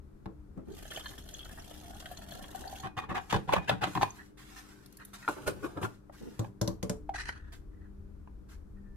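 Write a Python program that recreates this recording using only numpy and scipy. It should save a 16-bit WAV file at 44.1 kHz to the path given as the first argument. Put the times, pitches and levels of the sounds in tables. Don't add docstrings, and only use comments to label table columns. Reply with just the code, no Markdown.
import sys
import numpy as np
from scipy import signal
from scipy.fft import rfft, irfft, next_fast_len
from scipy.io import wavfile
from scipy.ndimage import uniform_filter1d, map_coordinates

SR = 44100
rng = np.random.default_rng(int(sys.argv[2]) if len(sys.argv) > 2 else 0)


def dump_mix(stems):
    frames = np.atleast_2d(stems).T
    limited = np.clip(frames, -1, 1)
    pcm = np.round(limited * 32767).astype(np.int16)
    wavfile.write(sys.argv[1], SR, pcm)


N = 395136



def amp(db):
    return 10 ** (np.asarray(db) / 20)


def unit(x):
    return x / np.sqrt(np.mean(x ** 2) + 1e-20)


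def clock(size):
    return np.arange(size) / SR


def along(points, hz):
    f, v = np.transpose(points)
    return np.interp(np.log(hz + 1), np.log(f + 1), v)


def wobble(rate):
    coarse = clock(N)[::64]
    knots = rng.standard_normal(1024)
    curve = map_coordinates(knots, [coarse * rate], mode="wrap")
    return np.interp(clock(N), coarse, curve)


def drift(x, swing_s, rate):
    return map_coordinates(x, [np.arange(N) + SR * swing_s * wobble(rate)], mode="nearest")


def filtered(x, response):
    n = x.shape[-1]
    padded = next_fast_len(n + SR // 8, real=True)
    hz = np.fft.rfftfreq(padded, 1 / SR)
    return irfft(rfft(x, padded) * response(hz), padded)[..., :n]


def coloured(x, spectrum):
    return unit(filtered(x, lambda hz: amp(along(spectrum, hz))))


def resonate(x, modes):
    def response(f):
        total = 0
        for k, (centre, width, db) in enumerate(modes):
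            band = 1j * f * width / (centre * centre - f * f + 1j * f * width)
            total = total + (-1) ** k * amp(db) * band
        return total
    return unit(filtered(x, response))


def grit(rate, spread_db):
    there = rng.random(N) < rate / SR
    size = amp(spread_db * np.clip(rng.standard_normal(N), -2, 2))
    return unit(there * rng.choice([-1, 1], N) * size)


def add(track, s, sound):
    part = track[max(round(s * SR), 0):][:len(sound)]
    part += sound[:len(part)]


def gestures(rows, attack_s, sag_db_per_s, release_t60_s):
    gain, t = np.zeros(N), clock(SR)
    for start_s, length_s, level_db in rows:
        sag_db = sag_db_per_s * np.minimum(t, length_s)
        release_db = 60 * np.maximum(t - length_s, 0) / release_t60_s
        add(gain, start_s, np.minimum(t / attack_s, 1) * amp(level_db - sag_db - release_db))
    return gain


def bursts(rows, spectrum, t60, variety):
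    x, t = np.zeros(N), clock(SR // 6)
    for start_s, level_db in rows:
        colour = [(hz, db + variety * rng.standard_normal()) for hz, db in spectrum]
        add(x, start_s, amp(level_db - 60 * t / t60) * coloured(rng.standard_normal(len(t)), colour))
    return x


def ring(modes, pitch, attack):
    t = clock(SR // 3)
    x = np.zeros(len(t))
    for k, (hz, db, t60) in enumerate(modes):
        decay = amp(db + rng.normal(0, 0.9) - 60 * t / t60)
        x += (-1) ** k * decay * np.sin(2 * np.pi * hz * pitch * t)
    x = x * (1 - np.exp(-t / attack))
    return x / np.abs(x).max()


def bubble(hz, t60, glide):
    t = clock(int(SR * t60) + 2)
    envelope = amp(-60 * t / t60) * (1 - np.exp(-t * hz))
    return envelope * np.sin(2 * np.pi * hz * t * (1 + glide * t / t60))


# [dB per Hz, relative]
FAN_COLOUR = [(65, -23), (110, -6), (144, -6.5), (167, -15.5), (189, -6.5), (269, -11), (299, -8),
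              (674, -27), (1430, -29.5), (1650, -33.5), (2080, -40.5), (2450, -41), (2780, -45),
              (14700, -50)]
# pitch_hz [Hz], level_db [dB]
HUM_TONES = [(48.4, -67), (134.6, -70), (199.5, -66), (301, -67.5), (398.4, -73)]
# start_s [s], level_db [dB]
RUMBLE_STEPS = [(0, -53), (2.9, -60), (4.1, -63), (6.6, -49)]


def background():
    def pair(spectrum):
        mid, side = rng.standard_normal((2, N))
        side = filtered(side, lambda hz: amp(along([(60, -13.5), (300, 1.0), (800, 0.0)], hz)))
        return coloured(np.array([mid + side, mid - side]), spectrum)
    starts, levels = np.transpose(RUMBLE_STEPS)
    steps_db = levels[np.searchsorted(starts[1:], clock(N))]
    rumble_db = uniform_filter1d(steps_db, size=SR // 8)
    rumble_colour = [(10, -14.0), (25, 0.5), (50, 1.0), (75, 3.5), (110, -16.0), (200, -19.0), (600, -81.0)]
    rumble = amp(rumble_db) * pair(rumble_colour)
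    hum = np.zeros(N)
    for pitch_hz, level_db in HUM_TONES:
        tone = np.sin(2 * np.pi * pitch_hz * clock(N) + 0.29 * wobble(3.4))
        hum += amp(level_db + 4.3 * wobble(5.1)) * np.sqrt(2) * tone
    fan = amp(-60.0) * pair(FAN_COLOUR)
    return (rumble + hum + fan) * amp([[1.6], [-1.6]])


# start_s [s], length_s [s], level_db [dB]
WHISTLES = [(8.8, .16, -77)]


def whistle():
    tone = np.sin(2 * np.pi * 1770 * clock(N) + .5 * wobble(26))
    return gestures(WHISTLES, attack_s=0.0041, sag_db_per_s=6.5, release_t60_s=0.2) * tone


# start_s [s], length_s [s], level_db [dB]
SLIDES = [(3.2, 0.16, -63.5), (3.385, 0.12, -71.5), (3.87, 0.17, -55), (4.07, 0.19, -64.5),
          (4.37, 0.22, -59.5), (4.56, 0.17, -64), (4.68, 0.45, -69), (5.13, 0.0094, -52),
          (5.18, 0.21, -61.5), (5.5, 0.447, -65), (6.12, 0.085, -63), (6.22, 0.24, -67),
          (7.52, 0.012, -56.5), (8.485, 0.039, -62.5)]
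# [dB per Hz, relative]
SLIDE_COLOUR = [(410, -35), (700, -12.5), (777, -10.5), (1110, -9.5), (1420, -5), (2330, -13.5),
                (3600, -15), (7490, -17), (12300, -22), (16000, -24.5)]


def rustle():
    slips = amp(1.7 * wobble(36)) * coloured(grit(rate=6000, spread_db=4.5), SLIDE_COLOUR)
    return gestures(SLIDES, attack_s=0.0041, sag_db_per_s=6.5, release_t60_s=0.2) * slips


# start_s [s], length_s [s], level_db [dB]
SCUFFS = [(.555, 0.013, -42), (.655, 0.07, -50), (6.2, 0.1, -48.5)]


def scuffs():
    colour = [(100, -7), (220, 4.0), (400, 1.5), (600, -14.0), (1500, -27.0), (9000, -60)]
    grains = coloured(grit(rate=400, spread_db=6.0), colour)
    return gestures(SCUFFS, attack_s=0.022, sag_db_per_s=5, release_t60_s=0.19) * grains


# start_s [s], level_db [dB]
TICKS = [(4.860, -46), (4.925, -46.5), (4.970, -42), (5.050, -40.5)]
# pitch_hz [Hz], level_db [dB]
TICK_COLOUR = [(1000, -49), (4000, -8), (9000, -5.5), (12000, 3), (16000, -12)]


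def straw_ticks():
    return bursts(TICKS, TICK_COLOUR, t60=0.0064, variety=2.0)


# start_s [s], thump_db [dB], click_db [dB before a 3 dB cut], hardness_hz [Hz]
TAPS = [(0.258, -32, -75, 302), (0.575, -37, -59, 240), (3.11, -29.5, -58, 400), (3.328, -23.5, -46.5, 603),
        (5.832, -31, -59, 110), (6.393, -23, -32, 160), (6.614, -21, -19, 1100),
        (6.676, -23.5, -24.5, 1200), (6.828, -26, -24.5, 1000), (6.896, -25.5, -23, 900)]
# pitch_hz [Hz], level_db [dB], t60_s [s]
DESK_MODES = [(117.8, -3, .15), (199.4, -1.5, 0.14), (262.5, -12, 0.22), (345.8, -8, 0.22),
              (459, -16.5, 0.37), (612, -8.5, 0.14), (1068, -13, 0.063)]
DESK_PITCH = 0.95
# pitch_hz [Hz], level_db [dB]
CLICK_COLOUR = [(500, -12), (1500, 5.5), (2500, -9.5), (4000, 2), (5000, -1), (6600, 4.5), (9000, -5.5),
                (13000, -10), (16000, -18.5)]
# pitch_hz [Hz], level_db [dB]
JOSTLE_COLOUR = [(80, -4.5), (200, 2.5), (450, 3), (800, -4), (1100, -7), (7000, -76)]


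def taps():
    clicks, boom, t = np.zeros(N), np.zeros((2, N)), clock(SR // 3)
    for start_s, thump_db, click_db, hardness_hz in TAPS:
        snap = amp(-60 * t / 0.0028)
        after = amp(-23.5) * amp(-60 * t / 0.088)
        click = coloured(rng.standard_normal(len(t)), CLICK_COLOUR) * (snap + after)
        add(clicks, start_s, amp(click_db - 3.0) * click)
        modes = [(hz, db - 10 * np.log10(1 + (hz / hardness_hz) ** 4), t60) for hz, db, t60 in DESK_MODES]
        for side in boom:
            jostle = coloured(rng.standard_normal(len(t)), JOSTLE_COLOUR) * amp(-60 * t / 0.22)
            thump = ring(modes, DESK_PITCH, attack=0.0027)
            add(side, start_s, amp(thump_db) * (thump + amp(-14) * jostle))
    return clicks, boom


# start_s [s], length_s [s], level_db [dB]
SUCKS = [(7.137, 0.07, -45.5), (7.177, 0.05, -43), (7.251, 0.072, -48), (7.284, 0.0025, -40.5),
         (7.306, 0.075, -54), (7.391, .11, -60), (7.71, 0.088, -75), (7.805, 0.059, -67), (8.76, 0.19, -74)]
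# start_s [s], length_s [s], level_db [dB]
SCRAPES = [(4.18, 0.031, -54), (4.985, 0.034, -49.5), (5.218, 0.024, -47.5)]
# pitch_hz [Hz], width_hz [Hz], level_db [dB]
STRAW_MODES = [(1560, 600, -3), (1876, 132, 3), (2530, 156, -11), (3190, 250, -12.5), (4070, 300, -7),
               (6320, 660, -10.5), (7950, 470, -13.5), (10970, 730, -19.5)]
SUCK_FULL_DB, SUCK_DULLING = -28, 0.8
GURGLE_SPREAD = 0.045


def sip():
    froth = np.zeros(N)
    for start_s, length_s, level_db in SUCKS:
        modes = [(hz * np.exp(GURGLE_SPREAD * rng.standard_normal()), width, db) for hz, width, db in STRAW_MODES]
        tilt_db = min(level_db - SUCK_FULL_DB, 0) * SUCK_DULLING
        crackle = resonate(grit(rate=1800, spread_db=10.5), modes)
        pull = coloured(crackle, [(2000, -7.5), (5000, tilt_db), (11000, tilt_db), (13000, -35)])
        row = (start_s, length_s, level_db)
        froth += gestures([row], attack_s=0.0053, sag_db_per_s=87, release_t60_s=0.075) * pull
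    gurgle = amp(1.5 * wobble(50)) * drift(froth, swing_s=.0022, rate=6)
    rub = resonate(grit(rate=5400, spread_db=14.0), STRAW_MODES)
    dull = filtered(rub, lambda hz: 1 / (1 + (hz / 3000) ** 4))
    return gurgle + gestures(SCRAPES, attack_s=0.0095, sag_db_per_s=30, release_t60_s=0.1) * dull


# pitch_hz [Hz], level_db [dB]
THUD_COLOUR = [(40, -21.5), (90, -4.5), (135, -3), (180, -2.5), (240, -16), (305, -6.5), (380, -13.5),
               (600, -20), (1500, -67.5)]


def scrape(strokes, shape, spectrum, slip_rate, hollow_db):
    slips = coloured(grit(rate=slip_rate, spread_db=4), spectrum)
    rub = drift(slips, swing_s=.0008, rate=12)
    dull = filtered(rub, lambda f: 1 / (1 + (f / 1800) ** 4))
    hollow = amp(hollow_db) * resonate(grit(rate=2500, spread_db=-7.5), [(759, 11, 0)])
    thud = coloured(rng.standard_normal(N), THUD_COLOUR)
    start, length, db, thump_db, bright_db = np.transpose(strokes)
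    body = gestures(zip(start, length, db), *shape) * (dull + hollow)
    edge = gestures(zip(start, length, db + bright_db), *shape) * (rub - dull)
    thump_gain = gestures(zip(start, length, db + thump_db), attack_s=0.0098, sag_db_per_s=37, release_t60_s=0.16)
    return body + edge + thump_gain * thud


# start_s [s], length_s [s], level_db [dB], thump_db and bright_db [dB re level_db]
LID_STROKES = [(5.277, 0.0087, -27, -20, -4.5), (5.30, 0.037, -55, -22, 9), (5.355, 0.041, -43, -22, -17),
               (5.40, 0.0655, -49.5, -7, -1.5), (5.461, 0.021, -27.5, -8.5, -1), (5.51, 0.14, -55, 0.5, -6),
               (5.622, 0.04, -37.5, -9, -8.5), (5.67, 0.22, -51.5, -17, -15), (5.755, 0.027, -37, -9, -29),
               (5.808, 0.041, -34, -9, -6)]
# pitch_hz [Hz], level_db [dB]
LID_COLOUR = [(150, -24.5), (300, 1.5), (520, -3.5), (950, -10.5), (1500, -7), (2000, -27), (2500, -17),
              (5000, -26), (8500, -22), (15000, -30)]


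def lid_rub():
    shape = (0.018, 42, 0.08)
    return scrape(LID_STROKES, shape, LID_COLOUR, slip_rate=2500, hollow_db=-47)


# start_s [s], length_s [s], level_db [dB], thump_db and bright_db [dB re level_db]
STIR_STROKES = [(2.827, 0.045, -40, -5.5, -5.5), (2.965, 0.027, -35.5, -10, -1.5),
                (3.017, 0.024, -43, -8.5, -12.5), (3.084, 0.039, -37, 0, -9.5),
                (3.142, 0.038, -31, -20.5, -6.5), (3.292, 0.022, -45.5, -13, 14),
                (3.319, 0.042, -33.5, 3.5, 1.5), (3.472, 0.051, -42.5, 2.5, -2.5),
                (3.521, 0.013, -29.5, -7.5, 4.5), (3.555, 0.021, -34, -2.5, -14.5),
                (3.617, 0.25, -59, -7, 7.5), (3.674, 0.022, -36.5, -5, 6), (3.699, 0.038, -38.5, 3, -13),
                (3.809, 0.037, -32, -8, 2.5), (3.861, 0.012, -42, 0.5, -5), (3.949, 0.022, -35.5, 0, -10),
                (4.01, 0.0087, -29.5, -5.5, 3)]
# pitch_hz [Hz], level_db [dB]
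SPOON_COLOUR = [(210, -48), (350, -1.5), (650, -14), (800, 4), (1400, -4.5), (1680, -1), (2100, -10.5),
                (2540, -8.5), (3700, -12.5), (4600, -20), (9000, -27.5), (15000, -37)]
STIR_ATTACK_S = 0.012


def stir():
    shape = (STIR_ATTACK_S, 70, 0.072)
    return scrape(STIR_STROKES, shape, SPOON_COLOUR, slip_rate=670, hollow_db=-2.5)


# pitch_hz [Hz], level_db [dB], t60_s [s]
SPOON_MODES = [(1730, 0.5, .09), (2180, -12, .1), (2466, -3, 0.24), (3460, -4, 0.09)]
CLINK_DB = -8.5


def clinks():
    x = np.zeros(N)
    for start_s, _, level_db, *_ in STIR_STROKES:
        add(x, start_s + STIR_ATTACK_S, amp(level_db + CLINK_DB) * ring(SPOON_MODES, 1, attack=.001))
    return x


# start_s [s], level_db [dB, peak of the ring], pitch [factor], crack_db [dB re level_db]
KNOCKS = [(0.258, -38, 1.02, -11.5), (2.979, -33, 2.6, -7.5), (2.988, -27.5, 1.08, -3),
          (3.102, -33.5, 1.05, -10), (3.115, -30.5, 1.1, -24), (3.159, -33.5, 1.93, -14.5),
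          (3.171, -35, 0.99, -12), (3.3264, -19, 1.11, -4), (3.343, -19, 1.01, -18),
          (3.362, -26.5, 0.9, -8.5), (3.491, -19, 0.98, -20), (3.525, -27.5, 1.33, -6.5),
          (3.5355, -18, 0.66, 1.5), (3.564, -19, 1.14, -12.5), (3.583, -29.5, 0.84, -7.5),
          (3.6945, -17, 0.73, 2), (3.712, -24.5, 1.23, -13), (3.83, -27, 1.25, -5),
          (3.840, -20, 0.8, -16.5), (3.875, -32.5, 0.61, -14.5), (3.952, -23, 0.99, -6),
          (3.9742, -20, 1.0, -17), (4.0117, -20.5, 1.07, -13), (4.019, -24, 0.91, -6),
          (4.030, -11, 0.96, -10.5), (5.2779, -17, 1.33, -21), (5.286, -21, 0.97, -15.5),
          (5.479, -20, 0.57, -12), (5.489, -28, 0.48, -21), (5.644, -30.5, 1.36, -18),
          (5.773, -35.5, 1.27, -11), (5.829, -27.5, 1.12, -5.5), (5.849, -27.5, 1.34, -22),
          (6.096, -39.5, 0.76, -34), (6.445, -38, 0.974, -8), (7.291, -23.5, 1.82, -9.5),
          (8.274, -43.5, 0.97, -22)]
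# pitch_hz [Hz], level_db [dB], t60_s [s]
WALL_MODES = [(817, 7, 0.021), (1055, 6, 0.029), (1235, -3, 0.016), (1690, -1, 0.014), (2550, -14.5, 0.03),
              (2840, -15, 0.016), (3990, -23, 0.018)]
# pitch_hz [Hz], level_db [dB]
CRACK_COLOUR = [(150, -8.5), (450, 1.5), (1800, -2.5), (3500, -6), (5000, -16.5), (9000, -22), (15000, -26)]


def knocks():
    x, t = np.zeros(N), clock(SR // 3)
    for start_s, level_db, pitch, crack_db in KNOCKS:
        crack = amp(crack_db - 60 * t / 0.0099) * coloured(rng.standard_normal(len(t)), CRACK_COLOUR)
        add(x, start_s, amp(level_db) * (ring(WALL_MODES, pitch, attack=0.00056) + crack))
    return x


# start_s [s], level_db [dB before SPAT_DB]
SPATS = [(0.8524, -37), (.905, -33.5), (.918, -33), (.946, -32.5), (0.9606, -26.5), (.974, -28.5),
         (.995, -30), (1.006, -33), (1.059, -30),  (1.1804, -35.5), (1.456, -37), (1.5945, -37.5),
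         (1.7096, -34.5), (2.001, -33.5), (2.058, -31), (2.1132, -35.5), (2.3213, -33.5), (2.44, -33.5),
         (2.5462, -36.5), (2.7564, -36)]
# pitch_hz [Hz], level_db [dB]
SPAT_COLOUR = [(250, -13), (700, -1), (1000, -7), (1750, -1.5), (2300, -17), (3200, 1.5), (4300, -19),
               (5500, -13), (13000, -18.5), (16000, -23)]
SPAT_DB = -9.5


def spats():
    return amp(SPAT_DB) * bursts(SPATS, SPAT_COLOUR, t60=0.042, variety=5.9)


POUR_START_S, POUR_FULL_S, POUR_STOP_S, POUR_CLOSE_S = .62, 0.75, 2.81, 0.08
COLUMN_HZ, COLUMN_HZ_PER_S, COLUMN_DB, COLUMN_DB_PER_S = 607, 72, -77.5, 11.5


def filling(s):
    return np.clip(s, POUR_START_S, POUR_STOP_S) - POUR_START_S


def column_pitch(s):
    return COLUMN_HZ + COLUMN_HZ_PER_S * filling(s)


# start_s [s], level_db [dB], pitch_hz [Hz at the start of the ring]
BUBBLES = [(1.058, -35.5, 4180), (1.181, -44, 3100), (1.34, -31, 6540), (1.346, -36.5, 3330),
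           (1.392, -35, 3265), (1.407, -35.5, 3250), (1.429, -39, 3300), (2.318, -42, 3120),
           (2.678, -35, 4410), (4.105, -37.5, 6330)]
# start_s [s], level_db [dB]
PLOPS = [(1.595, -44), (2.113, -32), (2.548, -31.5), (2.672, -36), (2.727, -29), (7.092, -22.5),
         (7.145, -32)]
BUBBLE_CYCLES, PLOP_T60_S = 76, 0.057


def plops():
    x = np.zeros(N)
    small = [(s, db, hz, BUBBLE_CYCLES / hz) for s, db, hz in BUBBLES]
    large = [(s, db, column_pitch(s), PLOP_T60_S) for s, db in PLOPS]
    for start_s, level_db, pitch_hz, t60_s in small + large:
        tone = bubble(pitch_hz, t60_s, glide=0.039)
        noise = coloured(rng.standard_normal(len(tone)), CRACK_COLOUR)
        tick = amp(-25.5) * amp(-60 * clock(len(tone)) / 0.0252) * noise
        add(x, start_s, amp(level_db) * (tone + tick))
    return x


def fizz(count):
    x, length_s = np.zeros(N), POUR_STOP_S - POUR_START_S
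    for when, size, strength in rng.random((count, 3)):
        hz = 1100 * 12 ** size
        droplet = bubble(hz, 17 / hz, glide=0.078)
        add(x, POUR_START_S + when * length_s, amp(-26 * strength - 1.5 * size) * droplet)
    return unit(x) * np.sqrt(length_s * SR / N)


# pitch_hz [Hz], level_db [dB]
SPLASH_COLOUR = [(250, -2), (550, -11), (730, -8), (1050, -22.5), (1800, -14), (2300, -22.5), (3200, -7.5),
                 (3900, -19.5), (5000, -17.5), (13000, -18.5), (16000, -26)]
# pitch_hz [Hz], width_hz [Hz], level_db [dB]
CUP_AIR_MODES = [(1880, 62, -7), (3200, 220, 7), (4240, 130, 10.5), (6600, 630, 4.5)]
# pitch_hz [Hz], level_db [dB]
CHURN_COLOUR = [(350, -33), (650, -1), (1000, -8.5), (1800, -1.5), (2300, -25.5), (4000, -31)]
SPLASH_DB = -57.5
GUSH_S, GUSH_WIDTH_S, GUSH_DB = 0.95, 0.066, 7
CHURN_DB, CHURN_DB_PER_S = -70.5, 2


def pour():
    t = clock(N)
    splash_db = SPLASH_DB + GUSH_DB * np.exp(-((t - GUSH_S) / GUSH_WIDTH_S) ** 2)
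    clumps = filtered(np.abs(grit(rate=180, spread_db=-6.5)), lambda f: 1 / (1 + 1j * f / 55))
    spatter = unit(1.04 + unit(clumps))
    spray = coloured(grit(rate=800, spread_db=3.5), SPLASH_COLOUR)
    cup_air = resonate(grit(rate=230, spread_db=14), CUP_AIR_MODES)
    cup = amp(-8.5) * drift(cup_air, swing_s=0.0013, rate=12)
    splash = amp(splash_db) * spatter * (spray + cup)
    swell = unit(filtered(grit(rate=340, spread_db=1.5), lambda f: 1 / (1 + 1j * f / 50) / (1 + 1j * f / 170)))
    tone = np.sqrt(2) * np.sin(2 * np.pi * np.cumsum(column_pitch(t)) / SR)
    column = amp(COLUMN_DB + COLUMN_DB_PER_S * filling(t)) * swell * tone
    churn_db = CHURN_DB + CHURN_DB_PER_S * filling(t) + 4.4 * wobble(45)
    churn = amp(churn_db) * coloured(grit(rate=260, spread_db=6), CHURN_COLOUR)
    corners_s = [POUR_START_S, POUR_FULL_S, POUR_STOP_S, POUR_STOP_S + POUR_CLOSE_S]
    running = np.interp(t, corners_s, [0, 1, 1, 0]) ** 2
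    droplets = amp(splash_db - 11.5) * fizz(count=750)
    return running * (churn + splash + column), running * droplets


# pitch_hz [Hz], t60_s [s]
ROOM_DECAY = [(100, 0.45), (500, 0.25), (2000, 0.24), (6000, 0.21), (14000, 0.26)]


def room(x, early_db, late_db):
    out, step = np.zeros((2, N + SR)), SR // 6
    for i in range(0, N, step):
        hz, t, z = signal.stft(rng.standard_normal((2, SR // 3)), SR, nperseg=256)
        decay = amp(-60 * t / along(ROOM_DECAY, hz)[:, None])
        late = signal.istft(z * decay, SR, nperseg=256)[1]
        surfaces = rng.random(late.shape) < .08
        early = surfaces * rng.choice([-1, 1], late.shape) * amp(-60 * clock(late.shape[1]) / 0.028)
        early = early / np.linalg.norm(early, axis=1, keepdims=True)
        tail = amp(early_db) * early + amp(late_db) * late / np.linalg.norm(late[0])
        echo = signal.fftconvolve(x[None, i:i + step], tail, axes=1)
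        out[:, i + SR // 1000:][:, :echo.shape[1]] += echo
    return out[:, :N]


def ports(x, lag):
    return filtered(x, lambda f: np.exp(1j * np.pi * f * lag * np.array([[-1], [1]])))


def scene():
    wash, droplets = pour()
    small = rustle() + sip() + whistle() + scuffs() + straw_ticks()
    rubs = stir() + lid_rub()
    blows = knocks() + clinks() + plops() + droplets + spats()
    clicks, boom = taps()
    inside = wash + small + amp(-1.5) * rubs
    near = amp(-4.0) * inside + amp(-1.5) * blows + amp(-1.5) * clicks
    direct = ports(near, lag=.00007) + boom * amp([[2], [-2]])
    send = amp(3.0) * inside + blows + amp(5.0) * clicks + amp(-1) * boom.mean(axis=0)
    reflected = room(send, early_db=-1, late_db=-9.5)
    echoes = np.array([drift(side, swing_s=.00017, rate=22) for side in reflected])
    return direct + echoes + background()


TOP_HZ = 15900


def record(dry):
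    return filtered(dry, lambda hz: amp(along([(13500, 0.5), (15900, -11.0)], hz)) * (hz < TOP_HZ))


dry = scene()
out = record(dry)
dump_mix(out)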